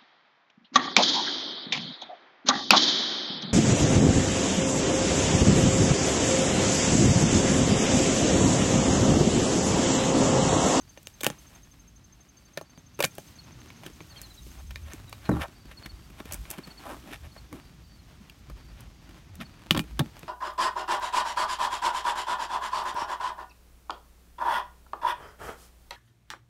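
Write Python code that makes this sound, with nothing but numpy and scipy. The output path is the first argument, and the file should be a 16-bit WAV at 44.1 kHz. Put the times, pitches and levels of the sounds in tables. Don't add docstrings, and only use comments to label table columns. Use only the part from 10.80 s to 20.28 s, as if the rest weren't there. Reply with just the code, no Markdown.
import sys
import numpy as np
from scipy import signal
from scipy.fft import rfft, irfft, next_fast_len
from scipy.io import wavfile
from scipy.ndimage import uniform_filter1d

SR = 44100
rng = np.random.default_rng(int(sys.argv[2]) if len(sys.argv) > 2 else 0)


def inscribe(sig):
    pcm = np.round(np.clip(np.atleast_2d(sig).T, -1, 1) * 32767)
    wavfile.write(sys.argv[1], SR, pcm.astype(np.int16))


N = 418068
TIME = np.arange(N) / SR

# t/s, rumble level/dB, rub level/dB, vinyl rustle level/dB
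HANDLING_LEVELS = [(0.0, -62, -64, -71), (0.63, -58.5, -60.5, -66), (1.08, -59.5, -64, -74.5),
                   (2.17, -67.5, -63.5, -75), (2.4, -73, -60, -61), (2.69, -64.5, -59, -71.5),
                   (3.67, -53, -60, -61), (3.93, -46, -60, -66), (4.59, -60, -57.5, -66),
                   (4.86, -51.5, -58.5, -71.5), (5.41, -52.5, -59.5, -67), (5.6, -45.5, -56.5, -63),
                   (5.81, -62, -54.5, -67.5), (6.15, -54.5, -55.5, -64.5), (7.02, -56, -63, -73),
                   (7.44, -58.5, -61, -72.5), (7.92, -48, -59.5, -74.5), (8.24, -53.5, -59, -75.5),
                   (8.95, -56.5, -59, -76), (9.08, -44, -58, -70.5), (9.48, -63, -58, -70)]
# f/Hz, relative level/dB, decay time t60/s
PANEL_MODES = [(590.4, -1, 0.089), (672, 4.5, 0.028), (841, -4.5, 0.12), (1147, -7.5, 0.089),
               (1375, -10, 0.24), (1604, -4, 0.047), (1837, 4, 0.037), (2412, -5, 0.12), (3250, -10, 0.024),
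               (3795, 0, 0.043), (4590, -1, 0.051), (12700, -16, .015)]
TICK_MS = 6.3


def gain_of(db):
    return 10 ** (np.asarray(db) / 20)


def evened(x):
    return x / np.sqrt(np.mean(x ** 2) + 1e-20)


def add(mix, s, sound):
    part = mix[max(round(s * SR), 0):][:len(sound)]
    part += sound[:len(part)]


def band(x, lo_hz, hi_hz, order=3):
    return signal.sosfilt(signal.butter(order, [lo_hz, hi_hz], "band", fs=SR, output="sos"), x)


def coloured(x, points):
    hz, db = np.transpose(points)
    size = next_fast_len(len(x), True)
    shape = np.interp(np.log(np.fft.rfftfreq(size, 1 / SR) + 1), np.log(hz), db)
    return evened(irfft(rfft(x, size) * gain_of(shape), size)[:len(x)])


def wander(per_s, t=TIME):
    knots = rng.standard_normal(4000)
    return np.interp(t * per_s, np.arange(len(knots)), knots)


def grains(per_s, spread_db, smooth):
    sizes = gain_of(spread_db * np.minimum(rng.exponential(1, N), 4)) * rng.standard_normal(N)
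    slips = evened(sizes * (rng.random(N) < per_s / SR))
    return slips + smooth * rng.standard_normal(N)


def swells(rows):
    out = np.zeros(N)
    for middle, length, db in rows:
        t = np.arange(-1.5 * length, 1.5 * length, 1 / SR)
        add(out, middle + t[0], gain_of(db) * np.exp(-(2 * t / length) ** 2))
    return out


def hush(db=-56.5):
    # f/Hz, relative level/dB
    hush_spectrum = [(25, -24), (50, -4.5), (110, 1.5), (200, -6), (300, -11.5), (500, -24), (1000, -26),
                     (2000, -26.5), (4500, -26), (6500, -27.5), (8000, -42), (10500, -58), (15500, -63)]
    return gain_of(db + 2.3 * wander(1.71)) * coloured(rng.standard_normal(N), hush_spectrum)


def handling(rumble_trim_db=1.5, rub_trim_db=0.0, rustle_trim_db=4.0):
    # f/Hz, relative level/dB
    rumble_spectrum = [(20, -20), (35, 0), (55, 12), (90, -4), (160, -4), (300, -21.5), (600, -56),
                       (2000, -82)]
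    rub_spectrum = [(60, -17), (200, 2.5), (320, 2.5), (450, -6.5), (700, -4.5), (1200, -5.5),
                    (3000, -10.5), (6000, -20), (16000, -30)]
    rustle_spectrum = [(500, -24), (3000, 2.5), (6000, 2), (8500, 1), (10400, -3), (12500, 0), (16000, -6)]
    s, *levels = np.transpose(HANDLING_LEVELS)
    rumble_db, rub_db, rustle_db = (np.interp(TIME, s, level) for level in levels)

    crinkle = grains(1500, 3., 1.8) * gain_of(1.6 * wander(40))
    rumble_gain = gain_of(rumble_db + rumble_trim_db + 2.6 * wander(13))
    rumble = rumble_gain * coloured(rng.standard_normal(N), rumble_spectrum)
    rub_gain = gain_of(rub_db + rub_trim_db + 2.8 * wander(35))
    rub = rub_gain * coloured(grains(700, 3.9, 1.5), rub_spectrum)
    rustle = gain_of(rustle_db + rustle_trim_db) * coloured(crinkle, rustle_spectrum)
    return rumble + rub + rustle


def whistle(hz, overtone_db):
    phase = 2 * np.pi * np.cumsum(hz) / SR
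    tone = np.sin(phase) + gain_of(overtone_db) * np.sin(2 * phase)
    return tone * signal.windows.tukey(len(hz), .6)


def birds(trill_db=-51.5, trill_hz=6248.0, fade_db=-4.5, count=51):
    # t/s, notes, note spacing/s, level before the fade/dB, starting f/Hz,
    # fall/Hz, sag per note/Hz
    phrases = [(2.584, 1, .06, -47, 4380, 150, 0), (3.298, 3, 0.063, -48.5, 4520, 650, 72),
               (3.358, 1, .06, -46, 3240, 150, 0), (3.499, 2, 0.073, -52.5, 4100, 350, 118),
               (4.272, 2, .058, -56.5, 3960, 400, 3), (4.445, 2, 0.062, -50.5, 4330, 650, 278),
               (4.968, 3, .061, -48, 4390, 246, -43), (5.832, 3, .07, -48, 4470, 210, 5),
               (6.512, 2, .061, -51, 4420, 190, 0), (7.105, 2, 0.079, -58, 4610, 230, 288),
               (8.649, 1, .06, -53.5, 4450, 150, 0)]
    trill_start_s, trill_step_s = .0072, .0821
    chirp_s, fall_hz_per_s, fall_hz_per_db = 0.0177, 25500, 90
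    wall_s, wall_db = 0.016, -16

    out = np.zeros(N)
    u = np.linspace(0, 1, int(0.02 * SR))
    hook_hz = 800 * np.exp(-u / 0.1) + 180 * u ** 2
    for k in range(count):
        hz = trill_hz * (1 + 0.0038 * rng.standard_normal()) + hook_hz
        gain = gain_of(trill_db + fade_db * k / count + rng.normal(0, 1))
        add(out, trill_start_s + k * trill_step_s, gain * whistle(hz, -21))

    for s, notes, step_s, db, hz, fall_hz, sag_hz in phrases:
        u = np.linspace(0, 1, int((chirp_s + fall_hz / fall_hz_per_s) * SR))
        fallen_hz = fall_hz * u ** 2
        for k in range(round(notes)):
            level_db = db + rng.normal(0, 2.0) - fallen_hz / fall_hz_per_db
            add(out, s + k * step_s, gain_of(level_db) * whistle(hz - k * sag_hz - fallen_hz, -29))

    add(out, wall_s, gain_of(wall_db) * out)
    t = np.arange(SR // 2) / SR
    echo = rng.standard_normal(len(t)) * gain_of(-60 * t / 0.32)
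    return out + gain_of(-14.5) * signal.oaconvolve(out, echo / np.linalg.norm(echo))[:N]


def far_birds(hz=4630.0, step_s=.047, count=3):
    # t/s, level/dB
    twitters = [(.02, -65), (1.56, -64), (1.85, -64), (4.749, -63), (5.13, -64), (6.799, -65), (7.03, -63),
                (7.779, -63), (8.18, -68), (8.7, -66), (9.24, -67)]
    out = np.zeros(N)
    u = np.linspace(0, 1, int(0.042 * SR))
    for start, db in twitters:
        for k in range(count):
            note = whistle(hz + rng.normal(0, 43) - 600 * (u - .4) ** 2, -35)
            add(out, start + k * step_s, gain_of(db + rng.normal(0, 1.3)) * note)
    return out


def resonate(x, hz, width_hz):
    return signal.lfilter(*signal.iirpeak(hz, hz / width_hz, fs=SR), x)


def ringing(modes, t, detune):
    out = np.zeros(len(t))
    for hz, db, t60 in modes:
        envelope = gain_of(db - 60 * t / t60 + 2 * rng.standard_normal())
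        out += envelope * np.sin(2 * np.pi * hz * (1 + detune * rng.standard_normal()) * t)
    return out


def struck(x, db, first_s):
    return gain_of(db) * x / np.sqrt(np.mean(x[:int(first_s * SR)] ** 2) + 1e-20)


def spot(s):
    # from t/s, panel f/Hz, rib f/Hz
    stations = [(0, 495, 2820), (1.5, 575, 1680), (2.1, 524, 2560), (2.22, 610, 1800), (2.8, 1045, 2280),
                (7.2, 1054, 3095)]
    scatter = 0.12
    nearest = [pitches for start, *pitches in stations if start <= s] or [stations[0][1:]]
    return np.array(nearest[-1]) * np.exp(scatter * rng.standard_normal(2))


def click(thump_db, knock_db, crack_db, tick_db, chatter_ms, panel_hz, rib_hz,
          spike=0.96, ring=0.0061, scatter_db=-20, scatter_t60=0.09,
          yard_db=-44, yard_t60=0.28, held_s=0.012):
    # f/Hz, relative level/dB, decay time t60/s
    pan_modes = [(156.4, 2, 0.2), (186.5, -0.5, 0.055), (230, -6.5, 0.1), (303, 1, 0.15), (344, -14, 0.08)]
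    heavy_db, light_db, light_lift = -30.5, -42, 0.39
    knock_held_s, crack_held_s = 0.058, 0.09

    t = np.arange(SR // 6) / SR
    chatter, scatter, yard, grit = rng.standard_normal((4, len(t)))
    force = chatter * np.exp(-3 * t / (chatter_ms / 1000)) * (1 - np.exp(-t / 0.00079))
    release = (t - .0006) / .00005
    force += spike * 6 / chatter_ms * (1 - release) * np.exp(-release ** 2)
    crackle = evened(scatter * gain_of(3.5 * evened(uniform_filter1d(grit, 70))))
    force += crackle * gain_of(scatter_db - 60 * t / scatter_t60)
    force += yard * gain_of(yard_db - 60 * t / yard_t60)
    shell = force + ring * signal.fftconvolve(force, ringing(PANEL_MODES, t, 0.0064))[:len(t)]

    rocking = np.exp(-t / (held_s * (1 + gain_of(2 * (thump_db + 36.5)))))
    lift = 1 + light_lift * np.clip((thump_db - heavy_db) / (light_db - heavy_db), 0, 1)
    pan_tones = ringing(pan_modes, t, 0.019) * (1 - np.exp(-t / 0.0018))
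    pan_noise = 16 * band(scatter, 92 * lift, 270 * lift) * gain_of(-60 * t / 0.17)
    thump = rocking * (pan_tones + pan_noise)

    panel = shell + 1.9 * resonate(shell, panel_hz, 300)
    knock = band(panel, 378, 1760) * np.exp(-t / knock_held_s)
    rib = shell + 1.7 * resonate(shell, rib_hz, 1020) + 3.6 * resonate(shell, rib_hz, 110)
    crack = band(rib, 1920, 4900, order=2) * np.exp(-t / crack_held_s)
    steel = shell + 2.5 * resonate(shell, 6450, 3200) + 0.51 * resonate(shell, 12100, 2000)
    tick = band(steel, 7400, 19845, order=2)
    return (struck(thump, thump_db, 0.025) + struck(knock, knock_db, 0.0044)
            + struck(crack, crack_db, 0.0061) + struck(tick, tick_db, 0.0064))


def prying():
    # t/s, pan thump level/dB, panel knock level/dB, crack level/dB,
    # metal tick level/dB, chatter/ms
    snaps = [(.174, -58, -44, -49.5, -60, 5.6), (0.2707, -62, -47, -40, -41.5, 1.7),
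             (0.4063, -72, -52, -39.5, -43, 13), (.411, -69, -42, -46, -40, 3.8),
             (.433, -40, -34, -31.5, -31.5, 6), (.444, -68, -37, -31, -28, 5.1),
             (0.4653, -33.5, -21, -21.5, -25, 4.6), (.5011, -40, -34, -42.5, -40, 1.3),
             (1.7736, -46, -30, -32.5, -40.5, 5.8), (1.8117, -53, -37.5, -50, -53, 6.9),
             (1.976, -50, -51.5, -55, -63, 3.5), (2.19, -43.5, -34.5, -42.5, -44, 17),
             (2.2037, -48, -21, -26.5, -30.5, 9.3), (2.2251, -49, -33, -27, -30, 6.8),
             (2.237, -45, -27, -24.5, -34, 8.5), (2.2419, -37, -27, -21.5, -25.5, 12),
             (2.2502, -48, -38, -29.5, -27, 1.5), (2.382, -46.5, -35.5, -42.5, -43.5, 5.1),
             (2.9028, -63, -50.5, -46.5, -60, 4.8), (3.034, -63, -46, -50, -58, 7.5),
             (3.0625, -43.5, -49, -42, -46, 13), (3.205, -47, -46.5, -46, -70, 5),
             (3.907, -71, -49.5, -45, -52.5, 13), (3.958, -60, -47, -37, -50.5, 3.6),
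             (4.134, -45, -54, -48, -42.5, 1.9), (4.327, -64, -39.5, -41.5, -48, 6.9),
             (5.059, -46, -49.5, -40.5, -48, 13.5), (5.402, -43.5, -40, -45.5, -56, 7.3),
             (5.4543, -47, -51, -50.5, -52.5, 9.9), (5.6527, -62, -54, -48.5, -69, 8.6),
             (5.7861, -45, -43, -47, -54, 9.4), (6.5629, -62, -45, -57, -72, 8.4),
             (6.7272, -41.5, -42.5, -49, -51, 5.4), (7.497, -66, -64, -47, -55.5, 7.1),
             (7.698, -49, -47.5, -57, -58, 11), (8.6031, -44.5, -48, -45.5, -66, 9.5),
             (8.9084, -25.5, -23.5, -14, -27.5, 3.8), (8.9472, -29.5, -30, -34, -46, 12),
             (8.9634, -29, -30, -36, -48, 15), (8.9744, -28, -30.5, -30, -33.5, 5.8),
             (8.993, -42, -31, -28, -37, 2.8), (9.1924, -25.5, -25.5, -27.5, -31.5, 9.4),
             (9.431, -47.5, -45, -47, -60, 3.9)]
    # t/s, level/dB
    tip_ticks = [(.229, -54.5), (2.3518, -51), (3.4155, -41), (4.294, -51), (5.5224, -34), (5.534, -36),
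                 (5.542, -36), (5.7027, -35), (5.7112, -35), (8.006, -51.5), (8.554, -51.5),
                 (9.3925, -50.5)]
    beside_tick_db = np.array((-17.5, -15.5, -10.5))
    out = np.zeros(N)
    for s, *blow in snaps:
        add(out, s, click(*blow, *spot(s)))
    for s, db in tip_ticks:
        add(out, s, click(*(db + beside_tick_db), db, TICK_MS, *spot(s)))
    return out


def touches(count=18):
    touch_db, spread_db = 3, 2.5
    voice_db = np.array((2.5, -3.5, -3, -6.5))
    out = np.zeros(N)
    s, _, rub_db, _ = np.transpose(HANDLING_LEVELS)
    effort_db = np.interp(TIME, s, rub_db)
    chance = gain_of(effort_db) ** 4
    for at in rng.choice(N, count, p=chance / chance.sum()):
        db = effort_db[at] + touch_db + spread_db * rng.standard_normal()
        add(out, TIME[at], click(*(db + voice_db), TICK_MS, *spot(TIME[at])))
    return out


def scrapes(ring=0.0058, spread_db=2.5, smooth=0.52, judder_db=2.0):
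    # middle t/s, length/s, level/dB,
    # sharpness/dB (rasp gains it, body loses it)
    strokes = [(.452, 0.026, -48.5, 15), (.507, 0.061, -55, 5), (.73, 0.095, -62, 1),
               (3.06, 0.053, -50.5, 0.5), (3.388, 0.16, -58, 2.5), (3.796, 0.04, -56.5, -2),
               (4.111, 0.1, -52.5, 2), (4.455, 0.067, -58.5, 7), (4.58, 0.15, -50.5, -9),
               (4.623, 0.025, -37, 4), (4.648, 0.029, -59, -18.5), (4.92, .034, -53.5, 3),
               (5.057, 0.027, -51, 1), (5.394, 0.033, -50.5, -0.5), (5.519, 0.095, -49, 1),
               (5.731, .09, -50.5, 0), (6.099, 0.096, -45, -6.5), (6.285, 0.042, -50.5, -2),
               (6.335, 0.051, -44, 3), (6.455, 0.035, -54.5, 1), (6.755, 0.069, -54.5, -2.5),
               (8.008, .16, -61, 1.5), (8.618, 0.03, -45.5, 4)]
    fizz_db = -9.5
    friction = grains(2500, spread_db, smooth) * gain_of(judder_db * wander(160))
    panels = ringing(PANEL_MODES, np.arange(4096) / SR, 0.015)
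    friction = friction + ring * signal.oaconvolve(friction, panels)[:N]

    body = evened(band(friction, 580, 1360, order=2))
    rasp = evened(band(friction, 1035, 2880, order=2) + 0.1 * band(friction, 4000, 5300))
    fizz = evened(band(friction, 7200, 12800, order=2))
    s, length, db, sharp_db = np.transpose(strokes)
    return (body * swells(zip(s, length, db - sharp_db))
            + rasp * swells(zip(s, length, db + sharp_db))
            + fizz * swells(zip(s, length, db + fizz_db)))


def shoves(drift=.2, uneven_db=2.5):
    # middle t/s, length/s, mean level/dB, centre of the drifting f/Hz
    pushes = [(2.753, .088, -48.5, 160), (3.871, 0.18, -36.5, 67.2), (4.037, 0.11, -36.5, 72),
              (4.262, 0.35, -48.5, 100), (4.524, 0.045, -25.5, 200.6), (4.565, 0.14, -30, 75),
              (5.137, 0.03, -39, 80), (5.505, 0.063, -42.5, 86), (6.113, 0.085, -41.5, 307.4),
              (6.294, 0.078, -45.5, 300), (6.453, 0.11, -40, 70.7), (6.753, 0.082, -44, 283),
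              (7.417, 0.028, -45, 196), (7.692, 0.041, -42, 163), (7.736, 0.067, -35.5, 59.6),
              (8.522, .13, -46, 85), (8.612, 0.064, -38.5, 189.4), (8.967, 0.064, -31, 135),
              (9.21, 0.026, -17, 163)]
    out = np.zeros(N)
    for s, length, db, hz in pushes:
        t = np.arange(-1.5 * length, 1.5 * length, 1 / SR)
        drifting_hz = hz * np.exp(drift * wander(110, t - t[0]))
        wobble = np.sin(2 * np.pi * np.cumsum(drifting_hz) / SR)
        gain = gain_of(db + uneven_db * wander(80, t - t[0]))
        add(out, s + t[0], gain * np.exp(-(2 * t / length) ** 2) * wobble)
    return out


def drops():
    # t/s, first thump level/dB, number of impacts
    landings = [(4.4909, -21, 5), (9.204, -28.5, 1)]
    beside_thump_db = np.array((-3, -28, -25.5))
    chatter_ms, panel_hz = 13.6, 705
    bounce_s, loss_db, dulling_db = .023, 4, 4
    out = np.zeros(N)
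    for s, first_db, impacts in landings:
        for k in range(round(impacts)):
            db = first_db - k * loss_db
            upper_db = db + beside_thump_db - k * dulling_db
            add(out, s + k * bounce_s, click(db, *upper_db, chatter_ms, panel_hz, spot(s)[1]))
    return out


def scene():
    work = prying() + drops() + touches() + scrapes() + shoves() + handling()
    yard = birds() + far_birds() + hush()
    return (work + yard)[None]


def record(dry):
    edge_hz = 16100
    x = signal.sosfilt(signal.butter(2, 32, "high", fs=SR, output="sos"), dry)
    x = np.clip(x, -1, 1)
    return signal.oaconvolve(x, signal.firwin(301, edge_hz, window=("kaiser", 9), fs=SR)[None], "same")


dry = scene()
out = record(dry)
inscribe(out)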